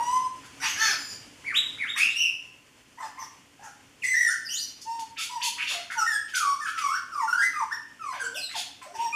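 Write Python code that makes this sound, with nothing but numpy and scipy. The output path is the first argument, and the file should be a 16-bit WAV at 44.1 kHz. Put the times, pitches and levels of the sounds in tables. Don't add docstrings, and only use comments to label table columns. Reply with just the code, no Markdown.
import sys
import numpy as np
from scipy import signal
from scipy.fft import rfft, irfft, next_fast_len
from scipy.io import wavfile
from scipy.ndimage import uniform_filter1d

SR = 44100
rng = np.random.default_rng(int(sys.argv[2]) if len(sys.argv) > 2 else 0)


def undo_db(level):
    steps = np.asarray(level, float) / 20
    return 10 ** steps


def bounce(signal):
    frames = np.transpose(np.atleast_2d(signal))
    limited = np.clip(frames, -1, 1)
    pcm = np.round(limited * 32767).astype(np.int16)
    wavfile.write(sys.argv[1], SR, pcm)


N = 403515

LONG_VOICE = dict(rough=0.064, octave_db=-37.5, over_db=-19, fade_db=1, haste=1.2, arch=0, attack=0.086, from_db=-8, release=0.087, to_db=-1)
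BLIP_VOICE = dict(rough=0.14, octave_db=-21.5, over_db=-14, fade_db=-3, haste=1.5, arch=0, attack=0.15, from_db=-20, release=0.98, to_db=-6.5)
PIPE_VOICE = dict(rough=0.327, octave_db=-16.5, over_db=-11, fade_db=-26, haste=1.5, arch=0, attack=0.39, from_db=-7.5, release=0.36, to_db=-2.5)
HELD_VOICE = dict(rough=0.15, octave_db=-16.5, over_db=-8, fade_db=-5.5, haste=1.2, arch=0, attack=0.14, from_db=-10.5, release=1, to_db=-2.5)
WHISTLE_VOICE = dict(rough=0.114, octave_db=-32.5, over_db=-13, fade_db=-7, haste=1.034, arch=.06, attack=0.2, from_db=-13, release=0.8, to_db=-3)
FALL_VOICE = dict(rough=0.112, octave_db=-22, over_db=-14, fade_db=-2, haste=1.5, arch=0, attack=0.37, from_db=-3.5, release=0.09, to_db=3.5)
LIFT_VOICE = dict(rough=0.2, octave_db=-23.5, over_db=-12, fade_db=-2, haste=0.914, arch=0, attack=0.67, from_db=-13.5, release=0.61, to_db=-7.5)
FLICK_VOICE = dict(rough=0.16, octave_db=-21.5, over_db=-13, fade_db=1.5, haste=4, arch=0, attack=0.35, from_db=-9.5, release=0.33, to_db=-30)
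SNAP_VOICE = dict(rough=0.054, octave_db=-18, over_db=-8.5, fade_db=-23, haste=1.9, arch=0, attack=0.79, from_db=-11.5, release=0.17, to_db=7.5)
CHIRP_VOICE = dict(rough=0.33, octave_db=-20, over_db=-26, fade_db=-12, haste=1.07, arch=.84, attack=0.34, from_db=-21, release=0.44, to_db=-9.5, top=0.27, blunt=0.65)
CHUCK_VOICE = dict(rough=0.448, octave_db=-14, over_db=-15, fade_db=9, haste=1, arch=.2, attack=0.16, from_db=-10, release=0.17, to_db=-18)
CROAK_VOICE = dict(rough=0.371, octave_db=-20, over_db=-5.5, fade_db=2, haste=2.24, arch=0, attack=0.42, from_db=-5.5, release=0.39, to_db=-2.5)
SQUAWK_VOICE = dict(rough=0.334, octave_db=13, over_db=21.5, fade_db=-1.5, haste=1.31, arch=0.0195, attack=0.081, from_db=-10, release=1, to_db=-10)
CAW_VOICE = dict(rough=.07, octave_db=13, over_db=32, fade_db=-1.4, haste=0.99, arch=.33, attack=0.35, from_db=-7.5, release=0.32, to_db=-7, odd_db=-5.5, beak=0.51)
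HOARSE_VOICE = dict(rough=0.209, octave_db=-19.5, over_db=-12, fade_db=2.2, haste=1.07, arch=0.0143, attack=0.07, from_db=-5, release=0.99, to_db=-4)
DROP_VOICE = dict(rough=0.069, octave_db=-23.5, over_db=-18, fade_db=-1, haste=2.8, arch=0, attack=0.37, from_db=1, release=0.54, to_db=-11.5)
SQUEAK_VOICE = dict(rough=0.268, octave_db=-6.5, over_db=-23.5, fade_db=-2, haste=1.1, arch=.02, attack=0.39, from_db=-1.5, release=0.27, to_db=-2.5)
SLIDE_VOICE = dict(rough=0.06, octave_db=-19, over_db=-17.5, fade_db=7, haste=1.3, arch=0, attack=0.28, from_db=-8.5, release=0.24, to_db=-7)

# start_s, length_s, first_pitch_hz, last_pitch_hz, fundamental_db
LONG_NOTES = [
    (-.06, 0.24, 907.5, 1026, -24.5),
    (.225, 0.047, 1012, 1032, -34),
    (8.22, 0.11, 462.4, 463.7, -47.5),
]
BLIPS = [(7.275, 0.041, 1453, 1341, -22.5), (7.328, 0.016, 1492, 1401, -14.5),
         (7.424, 0.048, 1615, 1630, -34), (9.125, 0.025, 2423, 2444, -25.5), (9.13, .04, 1253, 1170, -35.5)]
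PIPES = [
    (1.985, 0.08, 2168, 2813, -22.5),
    (2.152, 0.072, 2696, 2919, -24.5),
    (2.225, 0.0507, 2781, 2671, -25),
]
HELD_NOTES = [(5.976, 0.054, 1498, 1293, -25), (6.064, 0.028, 1863, 1826, -22.5),
              (6.101, 0.063, 1783, 1640, -24.5), (6.336, 0.0498, 1532, 1421, -26.5),
              (6.609, 0.073, 1820, 1681, -34.5), (7.414, 0.025, 1752, 1961, -24),
              (7.426, 0.037, 2025, 2045, -24.5)]
WHISTLES = [(4.856, 0.1756, 866.3, 885, -36), (5.296, 0.082, 944, 900, -31.5),
            (5.386, 0.095, 919, 916, -31.5), (6.465, 0.075, 1061, 1076, -27),
            (7.151, 0.041, 1125, 1090, -28.5), (8.984, 0.094, 873, 897, -28)]
FALLS = [(5.955, 0.049, 990, 839, -35.5), (6.39, 0.08, 1410, 1110, -28.5), (6.75, 0.07, 1442, 1215, -33.5),
         (6.82, .07, 1198, 1091, -27), (6.89, 0.049, 1125, 1393, -29.5), (7.118, 0.0315, 1470, 1212, -36.5),
         (7.535, 0.0616, 1283, 1185, -34)]
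LIFTS = [(6.55, 0.11, 1128, 1312, -35.5), (6.933, 0.027, 1390, 1545, -22), (6.953, 0.011, 1567, 1826, -28),
         (7.375, 0.051, 1572, 1710, -20.5), (8.33, 0.059, 481, 805, -43), (8.87, 0.061, 634, 765, -45.5)]
FLICKS = [
    (7.71, 0.032, 1340, 1850, -25.5),
]
SNAPS = [
    (1.543, 0.034, 2320, 3880, -17),
    (1.865, 0.041, 2410, 3757, -30.5),
]
CHIRPS = [
    (1.443, .09, 1319, 1158, -28),
    (1.775, .085, 1279, 1204, -30),
]
CHUCKS = [(2.972, 0.11, 881, 791, -42), (3.175, 0.063, 895, 827, -41.5), (3.595, .1, 750, 705, -46.5),
          (5.565, 0.065, 977, 1104, -51.5)]
CROAKS = [(1.956, 0.042, 994, 1366, -40), (1.961, 0.031, 1957, 2145, -33.5),
          (4.022, 0.026, 2960, 2140, -34.5), (4.491, 0.053, 2610, 3060, -35),
          (5.179, 0.042, 1318, 1382, -45.5), (5.731, 0.082, 730, 682, -44.5),
          (8.346, 0.042, 3400, 2640, -36.5), (8.541, 0.041, 1145, 724, -40.5),
          (8.816, 0.025, 1060, 1025, -46.5), (8.846, 0.028, 798, 622, -49), (8.921, 0.13, 408, 368, -58.5),
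          (8.941, 0.025, 1036, 875, -41.5)]
SQUAWKS = [
    (.6, 0.023, 707, 740, -57.5),
    (.615, 0.101, 934, 992, -53),
]
CAWS = [
    (.757, .183, 342.6, 320.5, -58),
]
HOARSE_NOTES = [(4.038, 0.095, 1938, 2024, -24.5), (4.139, 0.064, 1810, 1974, -23),
                (4.206, 0.076, 1956, 1776, -22), (4.279, 0.0403, 1813, 1647, -30.5),
                (4.286, 0.049, 1346, 1581, -31), (8.196, 0.036, 1621, 1402, -31.5),
                (8.241, 0.019, 1450, 1597, -28)]
DROPS = [(6.655, 0.045, 1683, 1287, -31.5), (7.195, 0.077, 1147, 871, -29), (7.6, 0.039, 1185, 872, -27),
         (8.115, 0.14, 988, 492, -55.5)]
SQUEAKS = [(.605, 0.12, 5620, 6000, -40), (.65, .07, 6450, 6400, -38), (.795, 0.07, 6170, 6120, -32),
           (.8, 0.11, 5460, 4950, -39), (.97, 0.18, 4830, 4760, -44.5), (.975, 0.17, 7030, 7000, -46.5),
           (2.09, 0.031, 3300, 3970, -38), (3.19, 0.036, 6090, 5900, -46.5),
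           (4.452, 0.022, 5130, 4680, -34.5), (4.485, 0.045, 5020, 6150, -37),
           (4.527, 0.034, 6260, 6990, -33), (4.558, 0.03, 3520, 4300, -31.5),
           (4.585, 0.032, 4500, 4870, -32), (4.605, 0.026, 6050, 5770, -35.5),
           (8.355, 0.055, 5530, 4460, -39), (8.415, 0.059, 4125, 3880, -32.5), (8.55, .05, 4260, 4320, -41)]
SLIDES = [
    (7.996, 0.16, 1377, 946, -36),
]

# start_s, length_s, level_db, throat_hz, hiss_db (hiss above
RASPS = [(0.428, 0.033, -53, 1568, 11), (1.07, 0.055, -49, 5300, 0), (1.953, 0.069, -33, 2260, 7.5),
         (3.612, 0.042, -55, 6360, 11), (4.291, 0.022, -40.5, 5830, 8), (4.804, 0.019, -47.5, 5100, 11),
         (5.153, 0.072, -35, 2840, 13.5), (5.398, 0.072, -30.5, 3100, 14), (5.645, 0.076, -32.5, 3100, 5.5),
         (6.273, 0.027, -51, 2850, 9), (6.332, 0.05, -32, 2330, 22), (6.654, 0.045, -43.5, 2300, 6.5),
         (6.772, 0.02, -39.5, 2200, 9), (8.12, 0.063, -44.5, 1400, -16), (8.49, 0.029, -46, 2120, 5),
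         (8.533, 0.053, -34.5, 3300, 9.5),
         (.609, .065, -32, 1800, -15), (.631, 0.099, -41.5, 2980, -4.5), (2.995, 0.074, -50.5, 1180, 0),
          (3.191, 0.05, -55, 1160, -2.5), (3.621, 0.079, -56, 1380, -2.5), (6.962, 0.016, -54.5, 4950, -6)]
# start_s, length_s, level_db, throat_hz, hiss_db
RINGS = [(5.568, 0.071, -34, 2420, -10.5), (8.94, .099, -49.5, 2840, -10.5)]
# start_s, length_s, level_db, throat_hz, hiss_db
CLICKS = [(.781, 0.12, -37, 2100, -8.5), (4.036, 0.014, -44.5, 4001, 15), (4.984, 0.014, -46.5, 2661, 26),
          (5.691, 0.071, -46, 1111, -7.5), (5.9, .025, -37.5, 1670, -3), (8.813, 0.017, -53, 1800, -1.5)]

# pitch_hz, level_db
BEAK = [(1200, 1), (1550, 17), (2600, 0), (3500, -11), (4600, -5.5), (5800, 7.5), (6800, -8.5), (8200, 1.5),
        (10000, -15), (14500, -24)]
# pitch_hz, level_db (per Hz)
HISS = [(1410, -30.5), (2400, -19), (4220, -12.5), (6140, -14), (6530, -11), (8210, -14.5), (9940, -16),
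        (14900, -36)]
# pitch_hz, time_s
ROOM_T60 = [(500, 0.42), (1500, 0.57), (3000, 0.55), (6000, 0.51), (12000, 0.25)]
# pitch_hz, level_db (per Hz)
HOUSE = [(15, -64), (25, -20.5), (108, -5), (205, -10.5), (268, -4.5), (306, -9.5), (681, -15.5),
         (758, -16), (866, -15), (1290, -16), (3030, -12), (3560, -19), (4400, -20), (8570, -18.5),
         (14600, -43.5)]
# pitch_hz, width_hz, level_db (over the background)
HUM = [(285, 16, 6.5), (1024, 7.3, 13.5)]
# start_s, level_db (of the house)
GAIN_STEPS = [
    (0, -56),
    (1.242, -58),
    (2.17, -63.5),
]
# pitch_hz, width_hz, level_db
NOTCHES = [(3950, 200, -7), (8420, 1200, -5.5), (11530, 520, -3)]
# pitch_hz (before the shift), level_db
SHIFTED = [(800, -32), (2000, -31.5), (3500, -36.5), (5000, -23), (7000, -22)]

ROOM_DB, SONG_DB = 3, -1.5
EARLY_DB, EARLY_T60 = -3, 0.098
TOP_HZ, SHIFT_HZ = 14740, 7600
GAIN_SLEW_S = 0.13
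ARCH_TOP, ARCH_FLAT = 0.4, 0.66
OCTAVE_BEAK = 0.69
THROAT_WIDTH, WIDER_PER_DB, WIDEST_HZ = 0.59, 0.16, 1790
NARROWED, OPENED = 0.39, 3.4


def colour(points, hz):
    at, value = np.transpose(points)
    return np.interp(np.log(np.maximum(hz, 1)), np.log(at), value)


def bumps(points, hz):
    return undo_db(sum(db * np.exp(-0.5 * ((hz - f) / (width / 2)) ** 2) for f, width, db in points))


def shape(x, gain):
    size = next_fast_len(len(x))
    hz = np.arange(size // 2 + 1) * SR / size
    return irfft(rfft(x, size) * gain(hz), size)[:len(x)]


def unit(x):
    return x / np.sqrt(np.mean(x ** 2))


def white_noise(size):
    return rng.standard_normal((size // 4096 + 1) * 4096)[:size]


def flutter(size, rate):
    k = max(int(SR / rate), 2)
    smooth = uniform_filter1d(uniform_filter1d(white_noise(size), k), k)
    return smooth * np.sqrt(1.486 * k)


def fade(size, rise_s, fall_s):
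    t = np.arange(size) / SR
    ramp = np.minimum(t / rise_s, (t[-1] - t) / fall_s)
    return np.sin(np.pi / 2 * np.clip(ramp, 0, 1)) ** 2


def add(track, start_s, x):
    i = int(start_s * SR)
    x, i = x[max(-i, 0):], max(i, 0)
    track[i:i + len(x)] += x[:len(track) - i]


def house_hum():
    start_s, level_db = np.transpose(GAIN_STEPS)
    air = shape(rng.standard_normal(N), lambda hz: undo_db(colour(HOUSE, hz)) * bumps(HUM, hz))
    low = shape(air, lambda hz: (hz > 70) & (hz < 380))
    step = np.searchsorted(start_s, np.arange(N) / SR, side="right") - 1
    steps_db = level_db[np.maximum(step, 0)]
    swell_db = uniform_filter1d(steps_db, int(GAIN_SLEW_S * SR)) + 1.0 * flutter(N, 24)
    return air / np.sqrt(np.mean(low ** 2)) * undo_db(swell_db)


def membrane_note(rough, octave_db, odd_db, beak, rows):
    s, hz, low_db, top_db = np.transpose(rows)
    t = np.arange(s[0] - 0.004, s[-1] + 0.013, 1 / SR)
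    size = len(t)
    hz, low_db, top_db = (uniform_filter1d(np.interp(t, s, c), size=150) for c in (hz, low_db, top_db))

    shake = 0.282 * rough * flutter(size, 122.0) + rough ** 1.364 * flutter(size, 610)
    phase = 2 * np.pi * np.cumsum(hz + shake * (60 + 0.108 * hz)) / SR

    k = np.arange(3, 17)[:, None]
    uneven_db = 2.0 * rng.standard_normal((len(k), 1))
    weight_db = beak * colour(BEAK, k * hz) + odd_db * (k % 2) + uneven_db
    weight = undo_db(weight_db) * (k * hz < TOP_HZ)
    weight = weight / np.sqrt(np.sum(weight ** 2, axis=0) + 1e-6)
    flicker = undo_db(4.4 * np.array([flutter(size, 59.0) for _ in k]))
    grain = np.array([1 + 0.29 * flutter(size, 520) for _ in k])
    glide = np.abs(np.gradient(np.log(hz))) * SR
    overtones = np.sum(weight * flicker * grain * np.sin(k * phase + k ** 2), axis=0) / (1 + glide / 15)

    breath = unit(shape(white_noise(size), lambda f: undo_db(colour(HISS, f) + 0.5 * np.log2(f / 5000 + 0.01))))
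    low = np.sin(phase) + undo_db(octave_db) * flicker[0] * np.sin(2 * phase)
    throb = np.abs(1 + 1.12 * rough * flutter(size, 220))
    voice = undo_db(low_db) * low + undo_db(top_db) * (overtones + undo_db(-14.5) * breath)
    return np.sqrt(2) * voice * throb * fade(size, 0.0054, 0.021)


def sung_note(start_s, length_s, first_hz, last_hz, db, rough, octave_db, over_db, fade_db, haste, arch,
              attack, from_db, release, to_db, top=ARCH_TOP, blunt=ARCH_FLAT, odd_db=0, beak=1):
    u = np.linspace(0, 1, num=13)
    bow = np.sin(np.pi * u ** (np.log(0.5) / np.log(top))).clip(0) ** blunt
    hz = first_hz * (last_hz / first_hz) ** (1 - (1 - u) ** haste) * (1 + arch * bow)
    attack_db = from_db * np.clip(1 - u / attack, 0, 1)
    release_db = to_db * np.clip(1 - (1 - u) / release, 0, 1)
    effort_db = db + attack_db + release_db
    overtone_db = effort_db + over_db + fade_db * u
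    octave_db = octave_db + OCTAVE_BEAK * colour(BEAK, 2 * np.mean(hz))
    rows = np.transpose([start_s + length_s * u, hz, effort_db, overtone_db])
    return membrane_note(rough, octave_db, odd_db, beak, rows)


def rasp(length_s, db, throat_hz, width_hz, hiss_db):
    size = int((length_s + 0.057) * SR)
    pitch_hz = (650 + 250 * rng.random()) * (1 + 0.06 * flutter(size, 60) + 0.09 * flutter(size, 700))
    cycles = np.cumsum(pitch_hz) / SR
    slap_strength = 9.3 * undo_db(6.5 * white_noise(size).clip(max=1.7))
    slaps = np.diff(np.floor(cycles), prepend=0) * slap_strength
    puffs = white_noise(size) * 0.5 * np.exp(-(cycles % 1) / 0.51)
    clumps = undo_db(1.4 * flutter(size, 110))
    burst = fade(max(int(length_s * SR), 9), 0.16 * length_s, 0.1 * length_s)
    burst = np.pad(burst, (0, size))[:size]
    ripple = rng.random(2)

    def tract(hz):
        ring = 1 / (1 + ((hz - throat_hz) / (width_hz / 2)) ** 2)
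        throat = ring / (1 + (0.5 * throat_hz / (hz + 1)) ** 6)
        hiss = undo_db(hiss_db + colour(HISS, hz)) / (1 + (throat_hz / (hz + 1)) ** 8)
        pipe = undo_db(1.75 * np.cos(2 * np.pi * (hz / (1300 + 500 * ripple[0]) + ripple[1])))
        lag_s = 0.14 * length_s * np.log2(np.clip(hz, 1500, 9000) / 1500)
        delay = np.exp(-2j * np.pi * np.cumsum(lag_s) * hz[1])
        return (throat + 0.5 * hiss) * pipe * delay

    return undo_db(db) * unit(shape((slaps + puffs) * clumps * burst, tract))


def room(x, echoes):
    t = np.arange(int(SR)) / SR
    tail = 0
    for hz, noise in zip(250 * 2 ** np.arange(7), echoes):
        band = shape(noise, lambda f: np.cos(np.pi / 2 * np.clip(np.log2(f / hz + 1e-9), -1, 1)))
        decay = undo_db(-60 * t / colour(ROOM_T60, hz)) + undo_db(EARLY_DB - 60 * t / EARLY_T60)
        tail = tail + band * decay / np.sqrt(np.sum(decay ** 2))
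    tail = tail * np.clip((t - 0.003) / 0.0032, 0, 1)
    direct = shape(x, lambda hz: undo_db(-4.0 * np.clip(np.log2(hz / 2200 + 1e-9), 0, 1)))
    return direct + undo_db(ROOM_DB) * signal.fftconvolve(x, tail)[:N]


def scene():
    bird = np.zeros(N)
    echoes = rng.standard_normal((7, int(SR)))
    hum = house_hum()
    song = [(LONG_NOTES, LONG_VOICE), (BLIPS, BLIP_VOICE), (PIPES, PIPE_VOICE),
            (HELD_NOTES, HELD_VOICE), (WHISTLES, WHISTLE_VOICE), (FALLS, FALL_VOICE),
            (LIFTS, LIFT_VOICE), (FLICKS, FLICK_VOICE), (SNAPS, SNAP_VOICE),
            (CHIRPS, CHIRP_VOICE), (CHUCKS, CHUCK_VOICE), (CROAKS, CROAK_VOICE),
            (SQUAWKS, SQUAWK_VOICE), (CAWS, CAW_VOICE), (HOARSE_NOTES, HOARSE_VOICE),
            (DROPS, DROP_VOICE), (SQUEAKS, SQUEAK_VOICE), (SLIDES, SLIDE_VOICE)]
    for notes, voice in song:
        for row in notes:
            add(bird, row[0] - 0.004, sung_note(*row, **voice))
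    for calls, opening in ((RASPS, 1), (RINGS, NARROWED), (CLICKS, OPENED)):
        for start_s, length_s, level_db, throat_hz, hiss_db in calls:
            plain_hz = min(throat_hz * (THROAT_WIDTH + WIDER_PER_DB * hiss_db), WIDEST_HZ)
            add(bird, start_s, rasp(length_s, level_db, throat_hz, opening * plain_hz, hiss_db))
    return np.tile(room(bird * undo_db(SONG_DB), echoes) + hum, (2, 1))


def band_limit(x):
    return signal.sosfilt(signal.butter(12, 15060, fs=SR, output="sos"), x)


def record(dry):
    preamp_hiss = undo_db(-71) * shape(rng.standard_normal(N), lambda hz: np.clip(hz / 12000, 0, 1) ** 3)
    mid = shape(dry[0] + preamp_hiss, lambda hz: bumps(NOTCHES, hz) * (hz < TOP_HZ))
    lower = shape(mid, lambda hz: undo_db(colour(SHIFTED, hz)) * (hz > 600) * (hz < TOP_HZ - SHIFT_HZ))
    carrier = np.exp(2j * np.pi * SHIFT_HZ * np.arange(N) / SR)
    mid = mid + np.real(signal.hilbert(lower, next_fast_len(N))[:N] * carrier)

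    def treble(hz):
        return 1.0 * ((hz > 5300) * (hz < 8300) + 0.25 * (hz > 11800))

    side = undo_db(-10.5) * shape(shape(mid, treble) * rng.standard_normal(N), treble)
    return band_limit(np.array([mid + side, mid - side]))


dry = scene()
out = record(dry)
bounce(out)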